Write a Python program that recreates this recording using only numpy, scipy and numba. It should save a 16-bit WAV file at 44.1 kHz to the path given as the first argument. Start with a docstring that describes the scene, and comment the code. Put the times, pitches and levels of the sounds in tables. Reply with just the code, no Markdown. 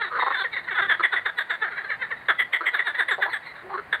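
"""Water frogs croak in chorus around a stone-edged garden pond, over a steady outdoor hush.
Soft croaks and low grunts open; each croak is a slowing pulse train that rings the vocal sacs and a
higher throat resonance. The chorus swells near 1 s, eases near 1.7 s and swells again from 2.3 s.
Near 3.7 s a growl rises, and one loud croak follows. Throughout, the rim echoes and far frogs murmur."""
import sys
import numpy as np
from scipy import signal
from scipy.fft import rfft, irfft
from scipy.io import wavfile
from scipy.ndimage import uniform_filter1d
from numba import njit

SR = 44100
rng = np.random.default_rng(int(sys.argv[2]) if len(sys.argv) > 2 else 0)


def transcribe(signal):
    """Save signal, clipped to [-1, 1], as a 16-bit WAV file at the path in sys.argv[1]."""
    frames = np.atleast_2d(signal).T
    limited = np.clip(frames, -1, 1)
    pcm = np.round(limited * 32767).astype(np.int16)
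    wavfile.write(sys.argv[1], SR, pcm)


N = 176400

# Near croaks: (time [s], swell [ms], loud part [ms], length [ms], source level [dB],
# onset pulse rate [Hz], final pulse rate [Hz], sac [Hz], throat [Hz], throat re sac [dB])
CROAKS = [ (.017, 11, 8.8, 17, -23.5, 452, 365, 1620, 3420, -10),
          (0.038, 16, 17.3, 50, -26, 424.8, 349.6, 1620, 3800, -9.5),
          (.198, 4, 27, 123, -24.5, 577.6, 323.2, 1970, 3720, -8),
          (.322, 4.5, 9.2, 27, -24, 591.4, 354.5, 1826, 3430, -13.5),
          (0.346, 5.7, 10.2, 29, -22.5, 432, 354, 1720, 3570, -6.5),
          (.395, 19, 30.3, 42.4, -25, 476, 353, 1540, 3556, -3),
          (.445, 3.4, 17.4, 24, -22.5, 518, 428, 1840, 3600, -23),
          (0.535, 7.5, 11, 62, -24, 437.3, 362, 1993, 3780, -9),
          (0.568, 6.6, 12, 22, -22.5, 530, 409, 1936, 4050, -26),
          (.682, 5.6, 19.3, 18, -26, 497, 430, 1886, 4000, -26.5),
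          (.710, 2.4, 24, 42, -25, 435, 345.4, 1690, 3460, -10.5),
          (0.754, 6.8, 17, 44, -26.5, 435, 385, 1770, 3480, -7),
          (.785, 11.4, 36, 22.2, -19.5, 454, 289.6, 1600, 3570, -12.5),
          (.824, 4.9, 14.3, 40.4, -20, 403.6, 376, 1640, 3520, -8),
          (.898, 8.2, 29.6, 54.5, -17, 533, 295.4, 1763, 3430, -8),
          (1.036, 5.2, 22.6, 33, -15, 528, 295.3, 1955, 3440, -11),
          (1.130, 5.9, 13, 28.4, -19, 465.4, 320.7, 1586, 3610, -9.5),
          (1.164, 3.5, 21.6, 30.7, -19.5, 506, 273.7, 1924, 3490, -12.5),
          (1.261, 4.1, 11.7, 39.6, -19, 465.6, 305.7, 1700, 3620, -10.5),
          (1.387, 6.6, 11, 36, -20, 447, 293.8, 1732, 3600, -8),
          (1.506, 5.4, 12.2, 49.5, -20, 454.3, 325.2, 1716, 3610, -9.5),
          (1.625, 4.8, 5.3, 9.9, -18, 435.5, 400, 1655, 3560, -14),
          (1.64, 5.7, 17.3, 50, -23.5, 440.4, 333, 1714, 3360, -48),
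          (1.715, 11, 29, 160, -33.5, 450, 330, 1806, 4070, -25),
          (1.781, 11.6, 16, 39, -26.5, 528, 364, 1845, 3980, -23),
          (1.847, 4.4, 7.3, 34, -30, 418, 392, 1660, 4100, -18),
          (1.903, 8.7, 23, 49, -23, 547.6, 393, 1860, 4030, -25.5),
          (2.025, 12.4, 18.2, 29.6, -22.5, 502.4, 423, 1857, 3850, -20),
          (2.115, 6, 16, 27.6, -24.5, 535, 402.6, 1820, 3760, -32),
          (2.286, 1.4, 25, 36.8, -17, 553.5, 290.3, 1650, 3460, -9),
          (2.394, 5, 15.4, 36, -16, 589, 302, 1978, 3300, -8),
          (2.534, 3.8, 18.6, 38.3, -16.5, 549, 291.4, 2046, 3285, -8.5),
          (2.666, 6.5, 25.7, 31, -18.5, 543, 295.8, 2020, 3290, -9.5),
          (2.744, 5.7, 12.6, 31, -20, 448.5, 302, 1670, 3640, -10.5),
          (2.792, 7, 15.2, 33, -19.5, 505, 279, 1934, 3580, -15.5),
          (2.871, 10, 17.6, 43.4, -21.5, 439.2, 291.8, 1670, 3620, -9),
          (2.951, 5.1, 13, 38, -25, 508, 286, 1870, 3580, -14.5),
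          (2.997, 9.1, 14.7, 37.4, -17.5, 462.6, 316, 1750, 3630, -11.5),
          (3.086, 3.6, 20, 26, -22.5, 607, 416, 1900, 3440, -9),
          (3.111, 2.1, 13.8, 37, -18.5, 475, 329, 1680, 3610, -9),
          (3.223, 6.3, 18.7, 44, -19, 474.5, 340.4, 1750, 3530, -12.5),
          (3.300, 4.7, 22, 46, -35, 527, 397, 1950, 4160, -9.5),
          (3.333, 5.6, 15.7, 41, -22.5, 476.7, 384.8, 1823, 3486, -10.5),
          (3.467, 9.2, 12.5, 54, -32.5, 521, 402, 2090, 4020, -11),
          (3.928, 1, 3.6, 30.8, -15, 567.5, 270.7, 1700, 3516, -9)]
# Grunts: (time [s], swell [ms], length [ms], source level [dB], pulse rate [Hz], resonance [Hz])
GRUNTS = [ (.118, 10, 38, -30.5, 249.4, 1225), (.155, 5.5, 25, -26, 241, 1345),
          (.188, 1.8, 11.7, -23.5, 257, 1065), (0.223, 0.68, 12.2, -21, 254.4, 1010),
          (0.264, 1, 20.2, -23, 265.8, 1007), (0.305, 2.2, 11, -24, 274.3, 1134),
          (.997, 1, 16.2, -24, 330.8, 1230), (2.608, 0.74, 13.6, -27.5, 330.5, 1220),
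          (2.636, 7.7, 15, -32, 315.5, 1480), (3.181, 1.4, 23, -35, 192, 660),
          (3.259, 4, 8.6, -32.5, 206.4, 740), (3.280, 9, 14, -33, 329, 910)]
# One growl: (time [s], swell [ms], length [ms], source level [dB], pulse rate [Hz], resonance [Hz])
GROWL_SWELLS = [(3.640, 7.7, 58, -49, 368, 390), (3.702, 5.8, 36, -37.5, 396.4, 860),
                (3.738, 2.6, 23.3, -29, 391.3, 1065), (3.778, 3.6, 20.5, -30.5, 405, 1350)]
# Level of the faint high treble heard with the croaks, over time: (time [s], relative level [dB])
TREBLE_LEVEL = [(0, -4.5), (.45, -1.5), (.8, -3), (1.3, 5), (1.5, 5.5), (1.7, -1.5), (2.3, 5.5), (2.7, 5),
                (3.25, 9), (3.9, 5.5)]
# Frequency response shared by all calls: (frequency [Hz], gain [dB])
CALL_RESPONSE = [(100, -24.5), (260, -18), (360, 5), (600, 3.5), (1100, 2), (1600, 0.5), (2150, -1.5),
                 (2450, -13), (2800, -10.5), (3300, -7), (3900, -2), (4400, -5), (5200, -45.5), (6500, -80),
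                 (7700, -22), (16000, -25)]
# Spectral density of the outdoor air: (frequency [Hz], relative level [dB])
HUSH_SPECTRUM = [(20, -20), (40, -8.5), (60, -3), (130, 2), (250, 0), (420, 1.5), (800, 7), (1300, 5),
                 (1900, 10), (2500, -4), (3600, -13), (4400, -13), (5500, -33), (9000, -25), (16000, -33)]
# Slow course of the distant rumble: (time [s], gain [dB])
RUMBLE_GAIN = [(0, 0), (.7, 2), (1.3, -1), (1.801, 2.5), (2.302, 6.5), (2.499, -6.5), (3.0, -4.5),
               (3.4, 0.5), (4, 2)]

LEAD_S, CALL_S = .04, .2
T = np.arange(int(CALL_S * SR)) / SR - LEAD_S   # time within one call; the swell ends at zero
JITTER, RASP, SHIMMER_DB, FLUTTER_DB = .016, .09, 1.2, 1.5
SLOWING_S, RELEASE_S = .013, .0041
STEP_DOWN_DB, STEP_S, TAIL_JITTER, TAIL_RASP = -6.5, .0026, .05, .3
FADE_DB_PER_S = 46.5   # the tail runs out of air
CATCH_DB, CATCH_AFTER_S, CATCH_S = 2, .0063, .0024   # the voice catches briefly after the loud part
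SAC_HZ, SAC_WIDTH_HZ, SAC_WIDEST_HZ, SAC_SAG = 1760, 206, 304, .06
SAC_SHARPENING = 4.9   # a tighter, higher sac rings more narrowly
THROAT_WIDTH_HZ, THROAT_SAG = 150, .035
OVERTONE_DB, OVERTONE_WIDTH_HZ, OVERTONES_HZ = -14.5, 310, [7970, 8950, 12200]
GRUNT_JITTER, GRUNT_RASP, GRUNT_WIDTH_HZ = .059, .82, 267
GRUNT_CHEST_HZ, GRUNT_CHEST_DB, GRUNT_THROAT_HZ, GRUNT_THROAT_DB = 510, -13, 3884, -23.5
NEAR_DB, SCATTER_DB, SCATTER_DB_PER_DB, SCATTER_S = -17.5, -12.5, 1.3, .005
ECHO_DB, POND_T60_S = -13.5, .19
FAR_PER_S, FAR_DB = 14, -44.5
HUSH_DB, RUMBLE_HZ, RUMBLE_SWAY_DB = -46, 306, 3
CUTOFF_HZ = 15850


def croak(swell_ms, loud_ms, length_ms, db, onset_hz, final_hz, sac_hz, throat_hz, throat_db,
          treble_db=0):
    """Source and filter: as pressure falls, pulses slow and resonances sag; a ragged tail follows."""
    pressure = np.exp(-np.maximum(T, -.003) / SLOWING_S)
    tail_s = T - loud_ms / 1000
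    tail = .5 + .5 * np.tanh(tail_s / STEP_S)
    rate_hz = final_hz + (onset_hz - final_hz) * pressure
    source = pulses(rate_hz, JITTER + TAIL_JITTER * tail, RASP + TAIL_RASP * tail)
    sac = scattered(vocal_sac(source, sac_hz, pressure), db)
    upper = scattered(throat(source, throat_hz, pressure), db)
    upper += from_db(OVERTONE_DB + treble_db) * overtones(source)
    level_db = db + STEP_DOWN_DB * tail - FADE_DB_PER_S * np.maximum(tail_s, 0)
    level_db += FLUTTER_DB * wobble(len(T), size=200)
    level_db -= CATCH_DB * np.exp(-((tail_s - CATCH_AFTER_S) / CATCH_S) ** 2)
    return (sac + from_db(throat_db) * upper) * from_db(level_db) * envelope(swell_ms, length_ms)


def pulses(rate_hz, jitter, rasp):
    """Quasi-periodic excitation: uneven laryngeal pulses, each with a puff of noise."""
    phase = np.cumsum(rate_hz * (1 + jitter * wobble(len(T), size=120))) / SR
    phase -= phase[int(LEAD_S * SR)]
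    cycle = np.round(phase)
    strength = from_db(SHIMMER_DB * rng.standard_normal(256))[cycle.astype(int)]
    puff = np.exp(-4 * (phase % 1)) * rng.standard_normal(len(T)) * np.sqrt(8 * rate_hz / SR)
    return strength * (np.sinc((phase - cycle) * SR / rate_hz) + rasp * puff)


def vocal_sac(source, hz, pressure):
    """Forced resonance: the sac rings at a frequency that sinks with the pressure."""
    width_hz = min(SAC_WIDTH_HZ * (SAC_HZ / hz) ** SAC_SHARPENING, SAC_WIDEST_HZ)
    ringing = even(ring(source, hz * (1 + SAC_SAG * (pressure - .5)), width_hz))
    return signal.sosfilt(signal.butter(4, 3200, fs=SR, output="sos"), ringing)


def throat(source, hz, pressure):
    """Formant: a narrow, sagging resonance inside a broad, steady one."""
    ringing = ring(source, hz * (1 + THROAT_SAG * (pressure - .5)), THROAT_WIDTH_HZ)
    return even(ring(ringing, hz, width_hz=900))


def overtones(source):
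    """Band-pass filtering: three faint treble bands, their tuning and strength random in each call."""
    bands_hz = np.array(OVERTONES_HZ) * rng.normal(1, .086, len(OVERTONES_HZ))
    return sum(from_db(rng.normal(0, 2.5)) * band(source, hz, OVERTONE_WIDTH_HZ) for hz in bands_hz)


def grunt(swell_ms, length_ms, db, rate_hz, resonance_hz, fundamental_db=-22):
    """Source and filter: slow, raspy pulses at a steady mean rate drive a low resonance."""
    source = pulses(rate_hz, GRUNT_JITTER, GRUNT_RASP)
    voice = even(ring(ring(source, resonance_hz, GRUNT_WIDTH_HZ), resonance_hz, width_hz=1200))
    voice += from_db(GRUNT_CHEST_DB) * even(ring(source, GRUNT_CHEST_HZ, width_hz=300))
    voice += from_db(GRUNT_THROAT_DB) * band(source, GRUNT_THROAT_HZ, width_hz=600)
    voice += from_db(fundamental_db) * band(source, rate_hz, width_hz=90)
    return voice * from_db(db) * envelope(swell_ms, length_ms)


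def envelope(swell_ms, length_ms):
    """Exponential growth and decay: a call swells up to time zero, holds and is released."""
    swell_s, length_s = swell_ms / 1000, length_ms / 1000
    return np.exp(np.minimum(T, 0) / swell_s - np.maximum(T - length_s, 0) / RELEASE_S)


def near_frogs():
    """Superposition: croaks, grunts and a growl from the near basin add together."""
    out = np.zeros(N)
    for time_s, *call in CROAKS:
        add(out, time_s, croak(*call, treble_db=np.interp(time_s, *np.transpose(TREBLE_LEVEL))))
    for time_s, *call in GRUNTS:
        add(out, time_s, grunt(*call))
    for time_s, *call in GROWL_SWELLS:
        add(out, time_s, grunt(*call, fundamental_db=-16))
    return out


def scattered(x, db):
    """Early reflections off water, reeds and stone blur a call, the more the fainter and farther it is."""
    t = T[:1500] + LEAD_S
    reflections = rng.standard_normal(len(t)) * np.exp(-t / SCATTER_S) * (t > .001)
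    wet = from_db(min(SCATTER_DB + SCATTER_DB_PER_DB * (NEAR_DB - db), 2))
    return even(x + wet * even(signal.fftconvolve(x, reflections)[:len(x)]))


def pond_echo(x):
    """Reverberation: sparse reflections from the stone rim and garden decay exponentially."""
    t = np.arange(SR // 2) / SR
    reflections = rng.standard_normal(len(t)) * (rng.random(len(t)) < .03) * (t > .008)
    reflections *= from_db(-60 * t / POND_T60_S)
    return signal.fftconvolve(x, reflections / np.sqrt(np.sum(reflections ** 2)))[:N]


def far_frogs():
    """Incoherent summation: faint croaks at random times merge into a murmur across the pond."""
    out = np.zeros(N)
    for when, level, pitch, sac in rng.random((int(FAR_PER_S * N / SR), 4)):
        call = croak(swell_ms=5.7, loud_ms=15, length_ms=44, db=FAR_DB + 6 * (level - .5),
                     onset_hz=450 + 120 * pitch, final_hz=350,
                     sac_hz=SAC_HZ + 500 * (sac - .5), throat_hz=3800, throat_db=-11)
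        add(out, when * N / SR, call)
    return out


def hush():
    """Ambient noise: outdoor air, its low band modulated in amplitude as a distant rumble."""
    air = from_db(HUSH_DB) * rms_one(coloured(rng.standard_normal(N), HUSH_SPECTRUM))
    rumble = signal.sosfiltfilt(signal.butter(2, RUMBLE_HZ, fs=SR, output="sos"), air)
    rumble_db = np.interp(np.arange(N) / SR, *np.transpose(RUMBLE_GAIN))
    rumble_db += RUMBLE_SWAY_DB * wobble(N, size=3000)
    return air + rumble * (from_db(rumble_db) - 1)


def band(x, hz, width_hz):
    """Cascaded resonance: two equal stages steepen the skirts; the level is then evened."""
    return even(ring(ring(x, hz, width_hz), hz, width_hz))


def ring(x, hz, width_hz):
    """Damped resonance: the narrower the bandwidth, the longer the ring."""
    return resonate(x, 2 * np.pi * hz / SR * np.ones(len(x)), np.exp(-np.pi * width_hz / SR))


@njit
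def resonate(x, w, r):
    """Two-pole recursion with pole radius r and moving centre w in radians per sample."""
    y = np.zeros(len(x))
    for i in range(2, len(x)):
        y[i] = (1 - r * r) / 2 * (x[i] - x[i - 2]) + 2 * r * np.cos(w[i]) * y[i - 1] - r * r * y[i - 2]
    return y


def coloured(x, points):
    """Minimum-phase filtering through points of (frequency [Hz], gain [dB])."""
    size = 2 * len(x)
    hz, db = np.transpose(points)
    curve_db = np.interp(np.log(np.fft.rfftfreq(size, 1 / SR) + 1), np.log(hz), db)
    cepstrum = irfft(np.log(from_db(curve_db)))[:len(x)]
    cepstrum[1:] *= 2   # folding onto positive time makes the filter causal
    return irfft(rfft(x, size) * np.exp(rfft(cepstrum, size)))[:len(x)]


def even(x):
    """Division by the running rms levels out swings slower than a few pulses."""
    return x / np.sqrt(uniform_filter1d(uniform_filter1d(x ** 2, size=300), size=300) + 1e-12)


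def wobble(count, size):
    """Random modulation: unit Gaussian values, size samples apart, joined by lines."""
    knots = rng.standard_normal(count // size + 2)
    return np.interp(np.arange(count) / size, np.arange(len(knots)), knots)


def add(out, time_s, call):
    """Time shift: mix in a call so that its swell ends at time_s."""
    start = int((time_s - LEAD_S) * SR)
    part = call[max(-start, 0):max(N - start, 0)]
    out[max(start, 0):max(start, 0) + len(part)] += part


def from_db(db):
    """Amplitude ratio of a level in decibels."""
    return 10 ** (np.asarray(db) / 20)


def rms_one(x):
    """Normalisation to unit rms."""
    return x / np.sqrt(np.mean(x ** 2) + 1e-20)


def scene():
    """Superposition of near frogs, their echo, far frogs and the outdoor hush."""
    near = near_frogs()
    frogs = near + from_db(ECHO_DB) * pond_echo(near) + far_frogs()
    return (coloured(frogs, CALL_RESPONSE) + hush())[None]


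def record(dry):
    """Band limiting: an elliptic low-pass cuts the top steeply."""
    return signal.sosfilt(signal.ellip(10, .1, 80, CUTOFF_HZ, fs=SR, output="sos"), dry)


dry = scene()
out = record(dry)
transcribe(out)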